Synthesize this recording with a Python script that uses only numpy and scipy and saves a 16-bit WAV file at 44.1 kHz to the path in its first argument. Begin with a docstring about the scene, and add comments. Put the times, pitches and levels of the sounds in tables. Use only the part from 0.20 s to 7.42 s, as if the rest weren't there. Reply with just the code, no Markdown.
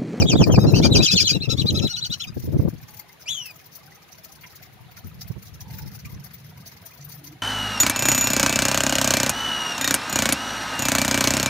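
"""Whistling ducks chatter beside a small lined pond in a net pen, then one gives a long falling whistle.
Slurs, arches and coos are near-pure syrinx tones; reedy peeps are harmonics through a throat resonance.
A hose stream splashes close by all the while: droplets ping, bubbles ring, churned water hisses.
Wind buffets the two microphone ports for the first seconds; later a low rumble and faint drones swell."""
import sys
import numpy as np
from scipy import signal
from scipy.fft import rfft, irfft
from scipy.io import wavfile
from scipy.ndimage import uniform_filter1d

SR = 44100
rng = np.random.default_rng(int(sys.argv[2]) if len(sys.argv) > 2 else 0)


def put_to_file(sound):
    """Save the sound as 16-bit audio at rate SR, in the file named by the first command-line argument."""
    columns = np.atleast_2d(sound).T  # one column per channel
    safe = np.clip(columns, -1, 1)
    whole_steps = np.round(safe * 32767)
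    wavfile.write(sys.argv[1], SR, whole_steps.astype(np.int16))


N = 318402
TIME = np.arange(N) / SR

# what the bill lets out of each partial: f/Hz, gain/dB
BILL = [(1300, 1), (2000, -11), (2700, -4), (5000, -0.5), (6600, -0.5), (7500, -12), (8600, -18),
        (10500, -14.5), (15000, -21)]


def ducks():
    """The birds call from their own places; close echoes beat against the glides."""
    # first bounces off water and liner: left delay/s, right delay/s, gain
    echoes = [(.0011, 0.00059, -0.34), (.0033, 0.0038, 0.15), (.0074, 0.0099, -0.05),
              (0.0128, .0153, 0.046)]
    direct = slurs() + arches() + coos() + long_whistle() + peeps()
    heard = direct.copy()
    for *delays, gain in echoes:
        for port, delay in enumerate(delays):
            add(heard[port:port + 1], delay, gain * direct[port:port + 1])
    return pen(heard, wet_db=-3.5)


def slurs(rise_s=.028, fall_s=.055, end_hz=2340):
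    """One duck repeats a short climb and a longer slide down to the same low note."""
    # top of each slur: t/s, f/Hz, level/dB
    notes = [(-0.02, 3636, -29.5), (0.085, 3460, -28), (0.195, 3450, -32.5), (0.315, 3275, -35),
             (0.721, 3975, -26), (0.841, 3800, -24), (0.955, 3614, -23.5), (1.059, 3527, -26.5)]
    out = np.zeros((1, N))
    for top, hz, db in notes:
        shape = contour(top, rise_s, fall_s, .86 * hz, hz, end_hz)
        add(out, *whistle(shape, db, overtone_db=-10, opening_db=29, lateness=1.85))
    return place(out, side_db=1.5, lag_ms=-.068)


def arches(rise_s=.027, fall_s=.026):
    """Another chatters in higher, purer arches, about eleven a second."""
    # top of each arch: t/s, f/Hz, level/dB
    notes = [(0.081, 3780, -28), (0.173, 3810, -32), (0.639, 3700, -30.5), (0.805, 4040, -26.5),
             (0.889, 4145, -26), (0.977, 4400, -23), (1.061, 4250, -27), (1.144, 4070, -31),
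             (1.229, 4200, -32), (1.313, 4057, -27.5), (1.4, 4046, -25.5), (1.486, 4224, -25.5),
             (1.577, 4090, -27.5), (1.662, 4080, -30), (1.749, 3980, -34), (1.834, 4106, -30.5),
             (1.924, 3950, -32), (2.026, 3536, -33)]
    # the last run dives lower: t/s, end pitch as a share of the top
    dive = [(1.31, .82), (1.4, 0.61)]
    out = np.zeros((1, N))
    for top, hz, db in notes:
        shape = contour(top, rise_s, fall_s, .81 * hz, hz, hz * np.interp(top, *np.transpose(dive)))
        add(out, *whistle(shape, db, overtone_db=-18.5, opening_db=8, lateness=1))
    return place(out, side_db=4, lag_ms=.32)


def coos(length_s=.053):
    """Low, nearly level whistles under the chatter."""
    # top of each coo: t/s, f/Hz, level/dB
    notes = [(0.561, 2826, -30.5), (0.649, 2434, -35), (0.826, 2636, -33.5), (0.915, 2630, -33),
             (1.154, 2797, -35.5), (1.245, 2740, -36.5)]
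    out = np.zeros((1, N))
    for top, hz, db in notes:
        shape = contour(top, length_s / 2, length_s / 2, .88 * hz, hz, .93 * hz)
        add(out, *whistle(shape, db, overtone_db=-18.5, opening_db=-1, lateness=.93))
    return place(out, side_db=3, lag_ms=-.055)


def long_whistle(start_s=3.058, rise_s=.056, fall_s=.202, start_hz=2280, top_hz=3500, sag_hz_per_s=5500,
                 level_db=-26.5, attack_s=.029, attack_db=27.5, fade_db_per_s=94):
    """One drawn-out call climbs fast and sags evenly, hoarse while loud and clearing as it fades."""
    t = np.arange(0, rise_s + fall_s, 1 / SR)
    climb = np.sin(np.pi / 2 * np.minimum(t / rise_s, 1)) ** 2
    hz = start_hz + (top_hz - start_hz) * climb - sag_hz_per_s * np.maximum(t - rise_s, 0)
    effort = amp(np.minimum(attack_db * (t / attack_s - 1), -fade_db_per_s * (t - attack_s)))
    voice = syrinx(hz, overtone_db=-6.5, jitter=.01, fall_db=-.5, breath=.05 + .06 * effort)
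    side_hz = hz + 374 * (1 + .2 * wobble(len(t), 150))  # a second tone just above turns it reedy
    voice += amp(-3.5) * np.sqrt(effort) * climb * np.sin(2 * np.pi * np.cumsum(side_hz) / SR)
    out = np.zeros((1, N))
    add(out, start_s, (amp(level_db) * effort * voice)[None])
    return place(out, side_db=5, lag_ms=.053)


def peeps(throat_width_hz=950, skirt_db=-15, rest_hz=1270, clear_db=-42):
    """A harmonic stack through one throat resonance, hoarser with every dB above clear_db."""
    # reedy peeps, timed at their top: t/s, length/s, top f/Hz, level/dB
    notes = [(0.419, 0.085, 1286, -37.5), (0.489, 0.061, 1394, -34.5), (0.572, 0.066, 1567, -27.5),
             (0.651, 0.055, 1614, -23), (0.767, 0.043, 1565, -21.5), (0.841, 0.042, 1720, -20),
             (0.926, 0.044, 1725, -19), (1.013, 0.046, 1744, -19), (1.103, 0.042, 1653, -20.5),
             (1.313, 0.046, 1357, -27), (1.393, 0.065, 1155, -38.5), (1.476, 0.048, 1217, -41.5),
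             (1.558, 0.039, 1311, -33), (1.635, 0.043, 1356, -32), (1.712, 0.057, 1465, -33.5),
             (1.782, 0.046, 1500, -33), (1.858, 0.037, 1517, -32.5), (1.934, 0.041, 1480, -31.5),
             (2.009, 0.028, 1395, -34), (2.082, 0.028, 1267, -40)]
    out = np.zeros((1, N))
    for top, length, top_hz, db in notes:
        throat_hz = 4580 * (top_hz / 1500) ** .32  # the resonance rises with the pitch
        rough = np.clip(.027 * (db - clear_db), 0, 1)
        edge_hz = min(rest_hz, .92 * top_hz)
        start, hz, progress = contour(top, length / 2, length / 2, edge_hz, top_hz, edge_hz)
        size = len(hz)
        phase = 2 * np.pi * np.cumsum(hz * (1 + .058 * rough * wobble(size, 700))) / SR
        voice = np.zeros(size)
        for k in range(1, 12):
            throat = amp(skirt_db) + 1 / (1 + ((k * hz - throat_hz) / throat_width_hz) ** 2)
            bill = amp(read(BILL, k * hz) - 3.4 * (k == 1))
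            hoarse = .88 * rough * k / 3 * wobble(size, 690) * np.cos(k * phase)
            voice += throat * bill * (np.sin(k * phase) + hoarse)
        add(out, start, amp(db) * unit(voice * abs(np.sin(np.pi * progress)))[None])
    return place(out, side_db=4.5, lag_ms=.34)


def contour(top, rise, fall, start_hz, top_hz, end_hz, bend_s=.03):
    """Start time, pitch and progress (0-1) of a note that climbs to its top and falls away."""
    t = np.arange(-rise, fall, 1 / SR)
    away = lambda s: 1 - np.exp(-(s / bend_s) ** 2) + 1e-6
    span_hz = np.where(t < 0, (start_hz - top_hz) / away(rise), (end_hz - top_hz) / away(fall))
    return top - rise, top_hz + away(t) * span_hz, np.interp(t, [-rise, 0, fall], [0, .5, 1])


def whistle(shape, db, overtone_db, opening_db, lateness, flutter_db=3):
    """A fluttering note whose overtones shift by opening_db; lateness above 1 swells after the top."""
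    start, hz, progress = shape
    flutter = amp(flutter_db * wobble(len(hz), 70))
    swell = unit(abs(np.sin(np.pi * progress ** lateness)) ** .75 * flutter)
    voice = syrinx(hz, overtone_db + opening_db * (progress - .7), jitter=.0105)
    return start, (amp(db) * swell * voice)[None]


def syrinx(hz, overtone_db, jitter, fall_db=9, rasp=.31, breath=.063):
    """The bird's voice box: a nearly pure tone with a breathy skirt and raspy overtones."""
    size = len(hz)
    phase = 2 * np.pi * np.cumsum(hz * (1 + jitter * wobble(size, 500))) / SR
    tremor = 1 + .28 * wobble(size, 160)
    skirt = wobble(size, 1220) * np.cos(phase) + wobble(size, 1100) * np.sin(phase)
    out = tremor * np.sin(phase) + breath * skirt
    for k in range(2, 5):
        partial = np.sin(k * phase + 1.1 * k * rasp * wobble(size, 500))
        partial *= 1 + 2 * rasp * wobble(size, 700)
        out += amp(overtone_db - fall_db * (k - 3) + read(BILL, k * hz)) * partial
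    return np.sqrt(2) * out


def stream(small_per_s=32, spray_db=1, fizz_db=-3, plop_db=-7, lead_s=.025):
    """The hose stream breaks into slugs; each throws a spray of droplets, plop below and fizz above."""
    # the largest splashes: t/s, level/dB, relative plop/dB, relative fizz/dB
    splashes = [(0.277, -42, -4, 4), (2.198, -45, -15, 7.5), (2.708, -52, -4, 9), (2.796, -46, -0.5, 5.5),
                (3.26, -41.5, -1, 8.5), (3.558, -49, -13, 13.5), (4.046, -47.5, 1, 7), (4.24, -61, 26.5, 9),
                (4.361, -45, -19, -2), (4.771, -48, 6, -6), (5.015, -37.5, -9, -1), (5.588, -44, 4.5, 4),
                (5.74, -61, -5, 5), (5.855, -44.5, 5, 0), (6.064, -45.5, -2, -2), (6.462, -45, -7, -4),
                (6.849, -53.5, -17, 13), (6.893, -48, -18, 13), (6.95, -60, -10, 17), (7.072, -44, -3, -7)]
    # typical strength of the small splashes: t/s, level/dB
    patter = [(0, -47.5), (1.3, -53.5), (2, -53), (4.9, -56.5), (5.4, -50), (7.22, -54.5)]
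    # tone of the three layers of a splash: f/Hz, level/dB
    spray_eq = [(1800, -14), (3000, -5), (4500, 7), (6000, 9), (7000, 1.5), (8300, -13), (11000, -1),
                (16000, 2)]
    fizz_eq = [(5000, -79), (8300, -6), (10000, 4.5), (12000, 3.5), (15000, 16.5), (16000, -32)]
    plop_eq = [(400, -33.5), (800, -4), (1400, 3.5), (2100, 11), (3000, -1), (5000, -23)]
    t = np.arange(SR // 10) / SR - lead_s
    burst = 2 / (np.exp(-t / .0035) + np.exp(t / .008))
    levels = rng.standard_normal((400, 3)) * [3.2, 5, 3.5] + [0, -3, 3]
    times = np.cumsum(rng.gamma(2, .5 / small_per_s, 400))
    levels[:, 0] += np.interp(times, *np.transpose(patter))
    small = np.column_stack([times, levels])[times < N / SR]
    spray, fizz, plop = np.zeros((3, 2, N))  # power envelopes
    for s, db, low_db, top_db in splashes + small.tolist():
        add(spray, s - lead_s, (amp(db + spray_db) * pan(top_db / 2) * burst) ** 2)
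        add(fizz, s - lead_s, (amp(db + top_db + fizz_db) * pan(top_db / 2 + 12) * burst) ** 2)
        add(plop, s - lead_s, (amp(db + low_db + plop_db) * pan(0) * burst) ** 2)
    layers = (spray, spray_eq), (fizz, fizz_eq), (plop, plop_eq)
    return sum(np.sqrt(power) * unit(colour(droplets(), eq)) for power, eq in layers)


def droplets(per_s=8300, spread_db=3, cycles=10, clump_db=4):
    """Tiny impacts ping; drops of one size come in clumps, so the pitch of the patter keeps shifting."""
    out = np.zeros((2, N))
    t = np.arange(SR // 50) / SR
    pitches = np.geomspace(600, 15500, num=22)
    knots = np.arange(0, N / SR + 1, .025)
    for hz in pitches:
        hits = np.zeros((2, N))
        count = round(per_s * N / SR * np.sqrt(hz) / np.sqrt(pitches).sum())
        for port in hits:
            signs = rng.choice([-1, 1], count)
            strengths = amp(spread_db * np.minimum(rng.exponential(1, count), 4))
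            port[rng.integers(0, N, count)] = signs * strengths
        clumps = np.interp(TIME, knots, amp(clump_db * np.clip(rng.standard_normal(len(knots)), -2, 2)))
        ping = np.sin(2 * np.pi * hz * t) * np.exp(-2 * t * hz / cycles)
        out += np.sqrt(hz) * unit(signal.oaconvolve(hits * clumps, ping[None], axes=1)[:, :N])
    return unit(out)


def bubbles(per_s=260, level_db=-60, low_hz=620, high_hz=4500):
    """A dense gurgle of small bubbles driven under by the stream."""
    out = np.zeros((2, N))
    t = np.arange(SR // 20) / SR
    for when, strength, side, pitch in rng.random((round(per_s * N / SR), 4)):
        ring = bubble_ring(t, low_hz * (high_hz / low_hz) ** pitch, cycles=8, glide=.009)
        add(out, when * N / SR, pan(10 * (side - .5)) * amp(20 * strength) * ring)
    return amp(level_db) * unit(out)


def plops():
    """Large pockets of air ring out one by one."""
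    # single large bubbles: t/s, f/Hz, level/dB
    pockets = [(2.896, 2010, -42.5), (3.72, 1930, -40), (4.236, 2240, -37), (4.773, 1366, -43),
               (5.851, 2310, -32.5), (5.868, 1130, -45), (6.72, 2400, -43)]
    out = np.zeros((2, N))
    t = np.arange(SR // 12) / SR
    for s, hz, db in pockets:
        add(out, s, pan(0) * amp(db) * bubble_ring(t, hz, cycles=14, glide=.03))
    return out


def bubble_ring(t, hz, cycles, glide):
    """Trapped air rings briefly, rising a little in pitch as it nears the surface."""
    age = t * hz / cycles
    return np.sin(2 * np.pi * hz * t * (1 + glide * age / 2)) * np.exp(-age) * (1 - np.exp(-8 * age))


def wash(level_db=-54.5):
    """The smooth hiss of churned water."""
    # steady bed of pouring water and yard: f/Hz, level/dB
    wash_eq = [(25, -34), (88, -12), (150, -10.5), (244, -11.5), (359, -10), (766, -15), (1450, -16.5),
               (2020, -14.5), (3280, -19.5), (3760, -19.5), (5760, -26.5), (7000, -30), (8010, -44),
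               (10500, -29.5), (15500, -32)]
    # its stereo lean: f/Hz, left minus right/dB
    balance = [(700, 0), (2400, 3), (4400, -5.5), (8100, 17), (15000, 7)]
    left, right = unit(colour(rng.standard_normal((2, N)), wash_eq))
    left = colour(left, [(hz, db / 2) for hz, db in balance])
    right = colour(right, [(hz, -db / 2) for hz, db in balance])
    return amp(level_db) * np.array([left, right])


def wind(dulling=1.93, body_db=-23, full_db=-11, low_hz=190, body_hz=680, trim_db=7.5):
    """Eddies hit each port separately: a breeze only rumbles, a gust thumps, the hardest crackle."""
    # a stiff blow, later a light breeze: t/s, level before trim/dB
    strength = [(0, -23.5), (.4, -20.5), (.8, -21), (.87, -39), (1.4, -35), (1.65, -32.5), (1.71, -44.5),
                (2.05, -45.5), (2.38, -28.5), (2.56, -41.5), (2.9, -71), (4.4, -63), (5.15, -44.5),
                (5.3, -51.5), (5.62, -42.5), (6.0, -43), (6.15, -69)]
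    # sudden eddies: t/s, half length/s, level/dB, left minus right/dB
    buffets = [(0.025, 0.0058, -7.5, -4), (0.159, 0.0058, -9.5, -10), (0.213, 0.014, -9.5, -17),
               (0.385, 0.01, -6.5, -0.5), (0.539, 0.0062, -10.5, 16), (0.57, 0.005, -10.5, 1),
               (0.602, .004, -8, 6), (0.794, .013, -10.5, 0), (0.95, 0.018, -16.5, 3.5),
               (1.034, 0.024, -24, 4), (1.125, 0.013, -23, 2), (1.162, 0.016, -17.5, 9),
               (1.29, 0.013, -19, 15), (1.339, 0.019, -21, 14), (1.453, 0.01, -16, 3),
               (1.541, 0.027, -19.5, -1), (1.647, 0.019, -16, 5), (1.904, 0.013, -27, 4),
               (2.173, 0.0096, -21, 5.5), (2.285, 0.015, -22.5, 0.5), (2.365, 0.0082, -17, -0.5),
               (2.399, .007, -14, -1.5), (2.456, .007, -16.5, 4), (2.482, 0.0074, -15, 12),
               (4.86, 0.019, -30, 4.5), (5.109, 0.0084, -27, -7), (5.171, 0.013, -29, -20)]
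    # tone of a strong gust: f/Hz, level/dB
    gust_eq = [(15, -60), (25, -49), (37, -27), (83, -1.5), (123, 1.5), (352, -9.5), (386, -11),
               (446, -12.5), (641, -20), (856, -26.5), (1900, -46), (2470, -77.5), (4180, -120)]
    force = amp(np.interp(TIME, *np.transpose(strength), right=-90) + trim_db) * pan(db=3.5)
    force *= puffs((2, N), smoothing=(800, 500), floor=-2.5)
    for s, half_s, db, side_db in buffets:
        eddy = 1 / (1 + ((TIME - s) / half_s) ** 4)
        force = np.maximum(force, amp(db) * pan(side_db) * eddy)
    air = unit(colour(rng.standard_normal((2, N)), gust_eq))
    low = signal.sosfiltfilt(signal.butter(2, low_hz, fs=SR, output="sos"), air)
    body = signal.sosfiltfilt(signal.butter(2, body_hz, fs=SR, output="sos"), air)
    thump = np.minimum(force / amp(body_db), 1) ** dulling
    crackle = np.minimum(force / amp(full_db), 2) ** dulling
    return force * (low + thump * (body - low) + crackle * (air - body))


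def rumble():
    """A low rumble in uneven puffs, much the same at both ports."""
    # its late swell: t/s, level/dB
    swell = [(2.9, -56), (4.5, -58), (5.1, -46.5), (5.85, -44), (6.1, -50), (6.28, -40.5), (6.55, -50),
             (7.22, -54)]
    # its tone: f/Hz, level/dB
    rumble_eq = [(18, -52), (30, -38), (70, -5.5), (140, -1), (162, 0.5), (239, -18), (296, -24.5),
                 (355, -46), (450, -21), (580, -34), (990, -120)]
    common, *own = rng.standard_normal((3, N))
    air = unit(colour(common + .19 * np.array(own), rumble_eq))
    return amp(np.interp(TIME, *np.transpose(swell))) * air * puffs(N, smoothing=(1700, 900), floor=-2)


def puffs(shape, smoothing, floor, depth_db=4.5):
    """A lumpy gain of rms 1; smoothing gives two window lengths in samples."""
    lumps = rng.standard_normal(shape)
    for size in smoothing:
        lumps = uniform_filter1d(lumps, size)
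    return unit(amp(depth_db * np.clip(unit(lumps), floor, 1.5)))


def drones():
    """Narrow wavering tones that swell and fade."""
    # faint background tones: start/s, end/s, f/Hz, width/Hz, level/dB
    tones = [(2.62, 2.926, 850, 30, -62.5), (5.4, 5.715, 890, 84, -57.5), (5.7, 6.477, 145, 46.7, -49.5),
             (6.65, 7.35, 138, 28, -49), (6.97, 7.202, 305, 35, -53)]
    out = np.zeros((2, N))
    for start, end, hz, width, db in tones:
        phase = 2 * np.pi * hz * np.arange(0, end - start, 1 / SR)
        size = len(phase)
        tone = wobble(size, width) * np.cos(phase) + wobble(size, width) * np.sin(phase)
        add(out, start, pan(0) * amp(db) * unit(tone * signal.windows.tukey(size, .6)))
    return out


def pen(x, wet_db, predelay_s=.0017):
    """Dense short reflections from water, liner and fence, different at each port."""
    # reverb time of the pen: f/Hz, t60/s
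    decay = [(500, 0.092), (3000, 0.051), (6000, 0.076), (12000, 0.083)]
    size = SR // 3
    t = np.arange(size) / SR
    taps = rng.choice([-1., 1.], (2, size)) * (rng.random((2, size)) < .1) * (t > predelay_s)
    hz, s, bands = signal.stft(taps, SR, nperseg=128)
    tail = signal.istft(bands * amp(-60 * s / read(decay, hz)[:, None]), SR, nperseg=128)[1]
    tail /= np.linalg.norm(tail, axis=1, keepdims=True)
    return x + amp(wet_db) * signal.fftconvolve(x, tail, axes=1)[:, :N]


def place(voice, side_db, lag_ms):
    """A bird off axis reaches the ports at different levels, the left one lag_ms later."""
    delay = np.exp(-2j * np.pi * np.fft.rfftfreq(N, 1 / SR) * lag_ms / 1000)
    return pan(side_db) * np.vstack([irfft(rfft(voice) * delay, N), voice])


def pan(db):
    """Constant-power gains, the left db above the right."""
    gains = amp(np.array([db / 2, -db / 2])).reshape(2, -1)
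    return gains / np.sqrt((gains ** 2).mean(0))


def add(mix, s, sound):
    """Mixes a sound in at time s."""
    at = round(s * SR)
    sound = sound[:, max(-at, 0):]
    part = mix[:, max(at, 0):][:, :sound.shape[1]]
    part += sound[:, :part.shape[1]]


def wobble(size, hz):
    """Smooth random motion of rms about 1, up to about hz."""
    f = np.fft.rfftfreq(SR, 1 / SR)
    return unit(irfft(rfft(rng.standard_normal(SR)) * np.exp(-(f / hz) ** 2), SR))[:size]


def colour(x, points):
    """Equalises by a table of f/Hz, gain/dB."""
    size = x.shape[-1]
    return irfft(rfft(x) * amp(read(points, np.fft.rfftfreq(size, 1 / SR))), size)


def read(points, hz):
    """Looks up a table on a log-frequency axis."""
    f, value = np.transpose(points)
    return np.interp(np.log(hz + 1), np.log(f + 1), value)


def amp(db):
    """Decibels to gain."""
    return 10 ** (np.asarray(db) / 20)


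def unit(x):
    """Scales to rms 1."""
    return x / np.sqrt(np.mean(x ** 2) + 1e-20)


def scene():
    """Ducks and water in the pen, with wind, rumble and drones."""
    return ducks() + pen(stream() + bubbles() + plops(), wet_db=-8) + wash() + wind() + rumble() + drones()


def record(dry):
    """Soft overload on the strongest buffets, then a steep high cut."""
    high_cut = signal.firwin(511, 15750, window=("kaiser", 9), fs=SR)
    return signal.oaconvolve(np.tanh(dry), high_cut[None], "same")


dry = scene()
out = record(dry)
put_to_file(out)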